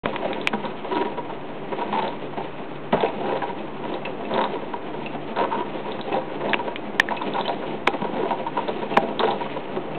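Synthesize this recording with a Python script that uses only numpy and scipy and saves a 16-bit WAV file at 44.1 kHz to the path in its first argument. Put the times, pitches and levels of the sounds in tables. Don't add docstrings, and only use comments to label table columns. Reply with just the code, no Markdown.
import sys
import numpy as np
from scipy import signal
from scipy.fft import rfft, irfft
from scipy.io import wavfile

SR = 44100
rng = np.random.default_rng(int(sys.argv[2]) if len(sys.argv) > 2 else 0)


def file_out(sig):
    cols = np.atleast_2d(sig).T
    lim = np.clip(cols, -1, 1)
    pcm = np.round(lim * 32767).astype(np.int16)
    wavfile.write(sys.argv[1], SR, pcm)


N = 440118
CLOCK = np.arange(N) / SR

# frequency in Hz, level in dB.
AIR_SPECTRUM = [(20, -27), (55, -13), (80, -16), (125, -10), (200, -10), (380, -2), (560, -7), (1050, -9),
                (1300, -14.5), (2600, -22.5), (4000, -38.5)]
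# pitch in Hz, width in Hz, level in dB.
FAN_HUM = [(147.3, 5.1, -49.5), (292, 43, -47.5)]

# pitch in Hz, width in Hz, level in dB.
BOX_MODES = [(193.6, 28, 0), (249.5, 57, -1.5), (291, 49.4, -1.5), (380.4, 66, 1), (445.6, 40, 0.5),
             (523.5, 26, 1), (599.5, 74, -3.5), (686, 49, -1), (794.6, 30.2, -0.5), (902.5, 41, -0.5),
             (1103, 44, -6.5), (1260, 130, -15), (1540, 120, -17), (1870, 340, -24.5)]
PANEL_MODES = [(918, 53, 1.5), (959.2, 39.3, 8), (927, 210, -14.5), (1088, 70, -9.5), (1506, 110, -19.5)]
GRIT_MODES = [(1625, 430, -2), (1870, 520, 1.5), (2418, 330, 2), (2504, 140, 6), (3000, 610, -2.5),
              (3550, 430, -1.5), (4220, 760, -5.5)]
KNOCK_MODES = [(258, 120, 0), (407, 110, 0), (551, 62, 4), (737, 160, 2.5), (1030, 140, 6), (1660, 130, -1)]
CRACK_MODES = [(1210, 290, -4), (2153, 470, 5.5), (2410, 160, 9), (3166, 120, -6), (3266, 82, -3),
               (3390, 570, 0)]
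ROD_MODES = [(3060, 230, -15), (3630, 470, 1), (4033, 240, 1.5)]

# time in seconds, box level in dB, grit level in dB.
RUBBING = [(0.05, -29, -42.5), (0.32, -32, -42.5), (1.59, -34, -46.5), (1.84, -30, -41),
           (2.83, -39.5, -48.5), (3.19, -29, -43), (3.63, -34.5, -46), (4.35, -28.5, -44.5),
           (4.62, -32, -45), (6.39, -30.5, -42.5), (7.0, -31.5, -46), (7.3, -27.5, -39), (7.66, -34, -45.5),
           (8.16, -28, -42), (8.6, -32.5, -42), (9.12, -27, -42.5), (9.51, -32, -41), (9.95, -29, -46)]
# start in seconds, chatter level in dB, pitch in Hz,
# chatter time in seconds, crack level in dB, knock level in dB.
PART_SNAPS = [(0.0576, -7.5, 435, 0.00045, -12.5, -12), (0.1611, -15, 2020, 0.00042, -15, -17),
              (0.3309, -21, 3780, 0.00078, -16, -34), (0.4732, -8, 2560, 0.00015, -3, -14.5),
              (0.5342, -26, 1470, 0.0028, -25, -15), (2.925, -25.5, 2800, 0.0028, -19.5, -26.5),
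              (3.42, -26, 1630, 0.0058, -29, -31), (6.5333, -7.5, 1670, 0.00046, -6, -26),
              (6.5423, -10.5, 2670, 0.0013, -9.5, -11), (6.7595, -21, 2810, 0.0003, -14.5, -43),
              (6.9977, -3.5, 1800, 0.0037, 0.5, -6.5), (7.0875, -12.5, 1770, 0.00041, -33, -22.5),
              (7.8748, -8.5, 2265, 0.0016, -4.5, -3), (8.9682, -21, 2660, .001, -19, -14),
              (8.9719, -13, 1730, 0.0036, -7.5, -3)]
# start in seconds, length in seconds, box level in dB,
# panel level in dB, favoured box pitch in Hz.
PEG_CATCHES = [(0.123, 0.04, -57, -34, 510), (0.219, 0.026, -29.5, -41, 630),
               (0.246, 0.021, -23.5, -42, 630), (0.286, 0.045, -30, -38, 350),
               (0.364, 0.024, -36, -34.5, 250), (0.531, 0.02, -21.5, -25, 220),
               (0.635, 0.045, -31.5, -31, 200), (0.836, 0.035, -33, -37, 570),
               (1.168, 0.031, -30.5, -28, 490), (1.29, 0.031, -35, -33.5, 760),
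               (1.719, 0.024, -25.5, -30.5, 360), (1.779, 0.036, -31, -33, 390),
               (1.808, 0.023, -30, -25, 850), (2.367, 0.052, -28.5, -38.5, 730),
               (2.927, 0.031, -15.5, -30, 200), (3.026, 0.029, -18, -35, 470), (3.2, 0.02, -29.5, -40, 680),
               (3.417, 0.045, -27, -30, 850), (3.488, 0.018, -34, -26.5, 240),
               (3.829, 0.049, -30.5, -35, 280), (3.931, 0.037, -31, -40, 540),
               (4.057, 0.021, -29.5, -47, 200), (4.298, 0.047, -30, -38, 200),
               (4.55, 0.022, -34, -31.5, 280), (4.733, 0.015, -30, -24.5, 850),
               (4.931, 0.016, -34, -31, 540), (5.504, 0.059, -46.5, -26, 280),
               (5.577, 0.054, -29.5, -27.5, 340), (5.847, 0.061, -34, -35.5, 200),
               (5.984, 0.023, -29.5, -35.5, 200), (6.589, 0.016, -35.5, -24.5, 280),
               (6.675, 0.014, -25.5, -27, 680), (7.108, 0.02, -24, -24.5, 850),
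               (7.212, 0.018, -33.5, -26, 300), (7.479, 0.038, -25, -26.5, 680),
               (7.61, 0.054, -34, -36, 520), (7.872, 0.01, -17, -24, 850), (7.93, 0.029, -24.5, -39, 300),
               (8.018, 0.0093, -21, -26, 200), (8.042, 0.023, -26.5, -28, 450),
               (8.307, 0.026, -22, -21, 790), (8.455, 0.035, -41, -27, 300),
               (8.568, 0.034, -27, -22.5, 520), (8.676, 0.027, -23.5, -30.5, 510),
               (8.821, 0.024, -28.5, -31.5, 520), (8.97, 0.0099, -10.5, -16.5, 610),
               (9.404, 0.02, -51, -26, 280), (9.453, 0.019, -37, -29.5, 630), (9.556, 0.034, -29, -32, 520),
               (9.763, 0.012, -22, -48, 420)]
# start in seconds, level in dB.
ROD_TICKS = [(0.414, -20), (0.6538, -21), (1.9869, -24.5), (2.0795, -19), (3.0065, -19.5), (3.9407, -23),
             (4.3394, -16.5), (4.4408, -15.5), (5.92, -20), (6.012, -18.5), (6.495, -22), (7.167, -22.5),
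             (7.221, -22), (7.337, -19), (7.411, -15.5), (7.4803, -12), (7.8715, -15), (8.683, -20),
             (9.194, -8.5), (9.31, -16)]
# start in seconds, length in seconds, box, panel and
# grit levels in dB, favoured box pitch in Hz, hardest moment as a share of the length.
GEAR_JAMS = [(0.912, 0.17, -24, -25.5, -37, 350, 0.39), (1.926, 0.18, -22.5, -30.5, -36.5, 800, 0.25),
             (2.957, 0.16, -26.5, -30.5, -40, 750, 0.38), (3.247, 0.14, -25, -30, -41.5, 710, 0.66),
             (4.347, 0.12, -21, -24, -35.5, 794, 0.45), (5.36, 0.099, -21.5, -22, -36, 880, 0.56),
             (6.117, .08, -21.5, -30, -41, 536, .35), (6.401, .16, -26, -36, -42.5, 564, 0.4),
             (7.339, .075, -23.5, -27, -39, 820, 0.52), (8.157, 0.12, -24, -34.5, -45, 460, 0.55),
             (9.195, 0.15, -20, -25.5, -35.5, 827, 0.31)]
# start in seconds, level in dB, pitch in Hz.
PART_PINGS = [(3.059, -30, 2550), (4.051, -26.5, 2640), (4.251, -37, 2600), (5.06, -28.5, 2614),
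              (6.125, -29.5, 2610), (7.169, -28, 2580), (7.453, -27.5, 3020), (8.937, -30, 2680),
              (9.947, -34, 2606)]


def amp(db):
    return 10 ** (np.asarray(db) / 20)


def unit(x):
    return x / np.sqrt(np.mean(x ** 2) + 1e-20)


def add(mix, start, sound):
    part = mix[max(0, round(start * SR)):][:len(sound)]
    part += sound[:len(part)]


def ring(modes, tilt_db=0):
    t = np.arange(4096) / SR
    sound = np.zeros(len(t))
    for k, (hz, width, db) in enumerate(modes):
        level = amp(db + tilt_db * np.log2(min(hz, 900))) * width
        fade = np.exp(-np.pi * width * t)
        sound += (-1) ** k * level * fade * np.sin(2 * np.pi * hz * t)
    return sound / np.linalg.norm(sound)


def slips(size, per_second, spread_db, hiss_level):
    chance = rng.random(size)
    strength, hiss = rng.standard_normal((2, size))
    jolts = (chance < per_second / SR) * np.sign(hiss) * amp(spread_db * np.clip(strength, -2, 2))
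    return unit(unit(jolts) + hiss_level * hiss)


def ventilation(air_db=-38):
    hz = np.fft.rfftfreq(N, 1 / SR)
    points_hz, points_db = np.transpose(AIR_SPECTRUM)
    noise = rfft(rng.standard_normal(N))
    air_shape = amp(np.interp(np.log(hz + 1), np.log(points_hz), points_db))
    out = amp(air_db) * unit(irfft(noise * air_shape, N))
    for pitch, width, db in FAN_HUM:
        narrow_peak = 1 / (1 + (2 * (hz - pitch) / width) ** 2)
        out += amp(db) * unit(irfft(noise * narrow_peak, N))
    return out


def shafts(box_db=-2.5, grit_db=-2, panel_db=-14, unsteady_db=2.5, wander_hz=34.79, dark_hz=550):
    times, box_levels, grit_levels = np.transpose(RUBBING)
    wander = unit(np.interp(CLOCK * wander_hz, np.arange(4096), rng.standard_normal(4096)))
    grip = amp(unsteady_db * wander)
    dark_box = signal.lfilter(*signal.butter(1, dark_hz, fs=SR), ring(BOX_MODES))
    body = amp(box_db) * dark_box / np.linalg.norm(dark_box) + amp(panel_db) * ring(PANEL_MODES)
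    coarse = unit(grip * slips(N, per_second=900, spread_db=4.5, hiss_level=1))
    coarse *= amp(np.interp(CLOCK, times, box_levels))
    fine = unit(grip * slips(N, per_second=560, spread_db=1.5, hiss_level=.73))
    fine *= amp(np.interp(CLOCK, times, grit_levels) + grit_db)
    return (signal.oaconvolve(coarse, body) + signal.oaconvolve(fine, ring(GRIT_MODES)))[:N]


def snaps(fade_s=.011, scrape_db=-24, scrape_s=.004):
    out = np.zeros(N)
    knock, crack, grit = ring(KNOCK_MODES), ring(CRACK_MODES), ring(GRIT_MODES)
    knock, crack = knock / abs(knock).max(), crack / abs(crack).max()
    t = np.arange(len(knock)) / SR
    swell = t / scrape_s * np.exp(1 - t / scrape_s)
    for start, db, hz, hold_s, crack_db, knock_db in PART_SNAPS:
        chatter = np.sin(2 * np.pi * hz * t) * amp(db - 60 * np.maximum(t - hold_s, 0) / fade_s)
        add(out, start, chatter + amp(crack_db) * crack + amp(knock_db) * knock)
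        scrape = slips(len(t), per_second=1700, spread_db=5, hiss_level=.5) * swell
        add(out, start, amp(crack_db + scrape_db) * signal.fftconvolve(scrape, grit))
    return out


def drag(length_s, levels_db, favoured_hz, firm_db=-21, reach_octaves=.31):
    size = int(np.clip(length_s * SR, 200, 4096))
    force = slips(4096, per_second=800, spread_db=4, hiss_level=.25)[:size]
    firmness = min(amp(levels_db[0] - firm_db), 1)
    force *= np.interp(np.linspace(0, 1, size), [0, .3, 1], [firmness, 1, .26])
    force[0] += .42 * firmness * np.linalg.norm(force)
    crackle = np.sign(force) * abs(force) ** 1.6
    lift_db = 8 + 5 * firmness ** 2
    box = [(hz, width, db + lift_db * np.exp(-(np.log2(hz / favoured_hz) / reach_octaves) ** 2))
           for hz, width, db in BOX_MODES]
    sounds = [signal.fftconvolve(force, ring(box, tilt_db=1)),
              signal.fftconvolve(force, ring(PANEL_MODES)),
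              signal.fftconvolve(crackle, ring(GRIT_MODES))]
    return np.sqrt(size) * sum(amp(db) * x / np.linalg.norm(x) for db, x in zip(levels_db, sounds))


def pegs(usual_db=-25, brush_count=76, brush_gap_s=.13, brush_s=.035, spread_db=3, middle_hz=420):
    out = np.zeros(N)
    times, rub_levels, _ = np.transpose(RUBBING)
    brushes = []
    for k, (late, box_stray, panel_stray, spot) in enumerate(rng.standard_normal((brush_count, 4))):
        start = (k + .5 + late / 4) * brush_gap_s
        rub_db = np.interp(start, times, rub_levels)
        box_db = rub_db - 9 + spread_db * box_stray
        panel_db = rub_db - 10.5 + spread_db * panel_stray
        brushes.append((start, brush_s, box_db, panel_db, middle_hz * 2 ** (spot / 2)))
    for start, length, box_db, panel_db, favoured_hz in PEG_CATCHES + brushes:
        weight_db = 20 * np.log10(np.hypot(amp(box_db), amp(panel_db))) - usual_db
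        grit_db = -43 + .85 * weight_db
        add(out, start, drag(length, (box_db, panel_db, grit_db), favoured_hz))
    return out


def ticks(gain_db=-1, buzz_db=-6, buzz_s=.025, shaken_db=12, ticks_per_jam=2):
    out, t, rod = np.zeros(N), np.arange(1024) / SR, ring(ROD_MODES)
    shaken = [(start + length * place, grit_db + shaken_db)
              for start, length, _, _, grit_db, _, _ in GEAR_JAMS
              for place in rng.random(ticks_per_jam)]
    for start, db in ROD_TICKS + shaken:
        buzz = slips(len(t), per_second=1500, spread_db=3, hiss_level=.3) * amp(-60 * t / buzz_s)
        force = amp(buzz_db) * buzz / np.linalg.norm(buzz)
        force[0] += 1
        sound = signal.fftconvolve(force, rod)
        add(out, start, amp(db + gain_db) * sound / abs(sound).max())
    return out


def gear_jams(easing_db=-15, stray_octaves=.35, unevenness=.06, drag_count=4):
    out = np.zeros(N)
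    places = np.linspace(0, 1, drag_count)
    for start, length, *levels_db, favoured_hz, hardest in GEAR_JAMS:
        step_s = length / drag_count
        strays, delays = rng.standard_normal((2, drag_count))
        for k, (place, stray, late) in enumerate(zip(places, strays, delays)):
            effort_db = easing_db * (place - hardest) ** 2
            spot_hz = favoured_hz * 2 ** (stray_octaves * stray)
            sound = drag(.96 * step_s, np.array(levels_db) + effort_db, spot_hz)
            add(out, start + (k + unevenness * late * (k > 0)) * step_s, sound)
    return out


def pings(rise_s=.005, jitter_hz=600, rasp_level=.87):
    out, t, grit = np.zeros(N), np.arange(4096) / SR, ring(GRIT_MODES)
    swell = t / rise_s * np.exp(1 - t / rise_s)
    for start, db, hz in PART_PINGS:
        jitter, noise = rng.standard_normal((2, len(t)))
        tone = np.sin(2 * np.pi * np.cumsum(hz + jitter_hz * jitter) / SR) * swell
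        rasp = signal.fftconvolve(noise * np.exp(-t / rise_s), grit)[:len(t)]
        add(out, start, amp(db) * (tone + rasp_level * rasp))
    return out


def room(sound, echo_db, fade_s=.35, echoes_per_second=2000):
    t = np.arange(SR // 2) / SR
    echoes = rng.choice([-1, 1], len(t)) * (rng.random(len(t)) < echoes_per_second / SR)
    echoes = echoes * (t > .005) * amp(-60 * t / fade_s)
    return sound + amp(echo_db) * signal.oaconvolve(sound, echoes / np.linalg.norm(echoes))[:N]


def scene(bass_cut_hz=115):
    toy = room(gear_jams() + pegs() + shafts() + ticks() + pings(), echo_db=-10)
    toy += room(snaps(), echo_db=-38)
    toy = signal.lfilter(*signal.butter(2, bass_cut_hz, "highpass", fs=SR), toy)
    return (toy + ventilation())[None]


def record(dry, offset=-.016, ceiling=.73, silent_s=.034):
    points_hz = [0, 3300, 3650, 4000, 4250, 4450, 4650, SR / 2]
    points_db = [0, 0, -2, -9, -17, -33, -90, -120]
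    treble_cut = signal.firwin2(511, points_hz, amp(points_db), window=("kaiser", 9), fs=SR)
    dulled = signal.oaconvolve(dry, treble_cut[None], "same")
    flattened = np.clip(dulled + offset, -ceiling, ceiling)
    fade_in = np.clip((CLOCK - silent_s) / .003, 0, 1)
    smoothing = signal.firwin(255, 16500, window=("kaiser", 9), fs=SR)
    return signal.oaconvolve(flattened * fade_in, smoothing[None], "same")


dry = scene()
out = record(dry)
file_out(out)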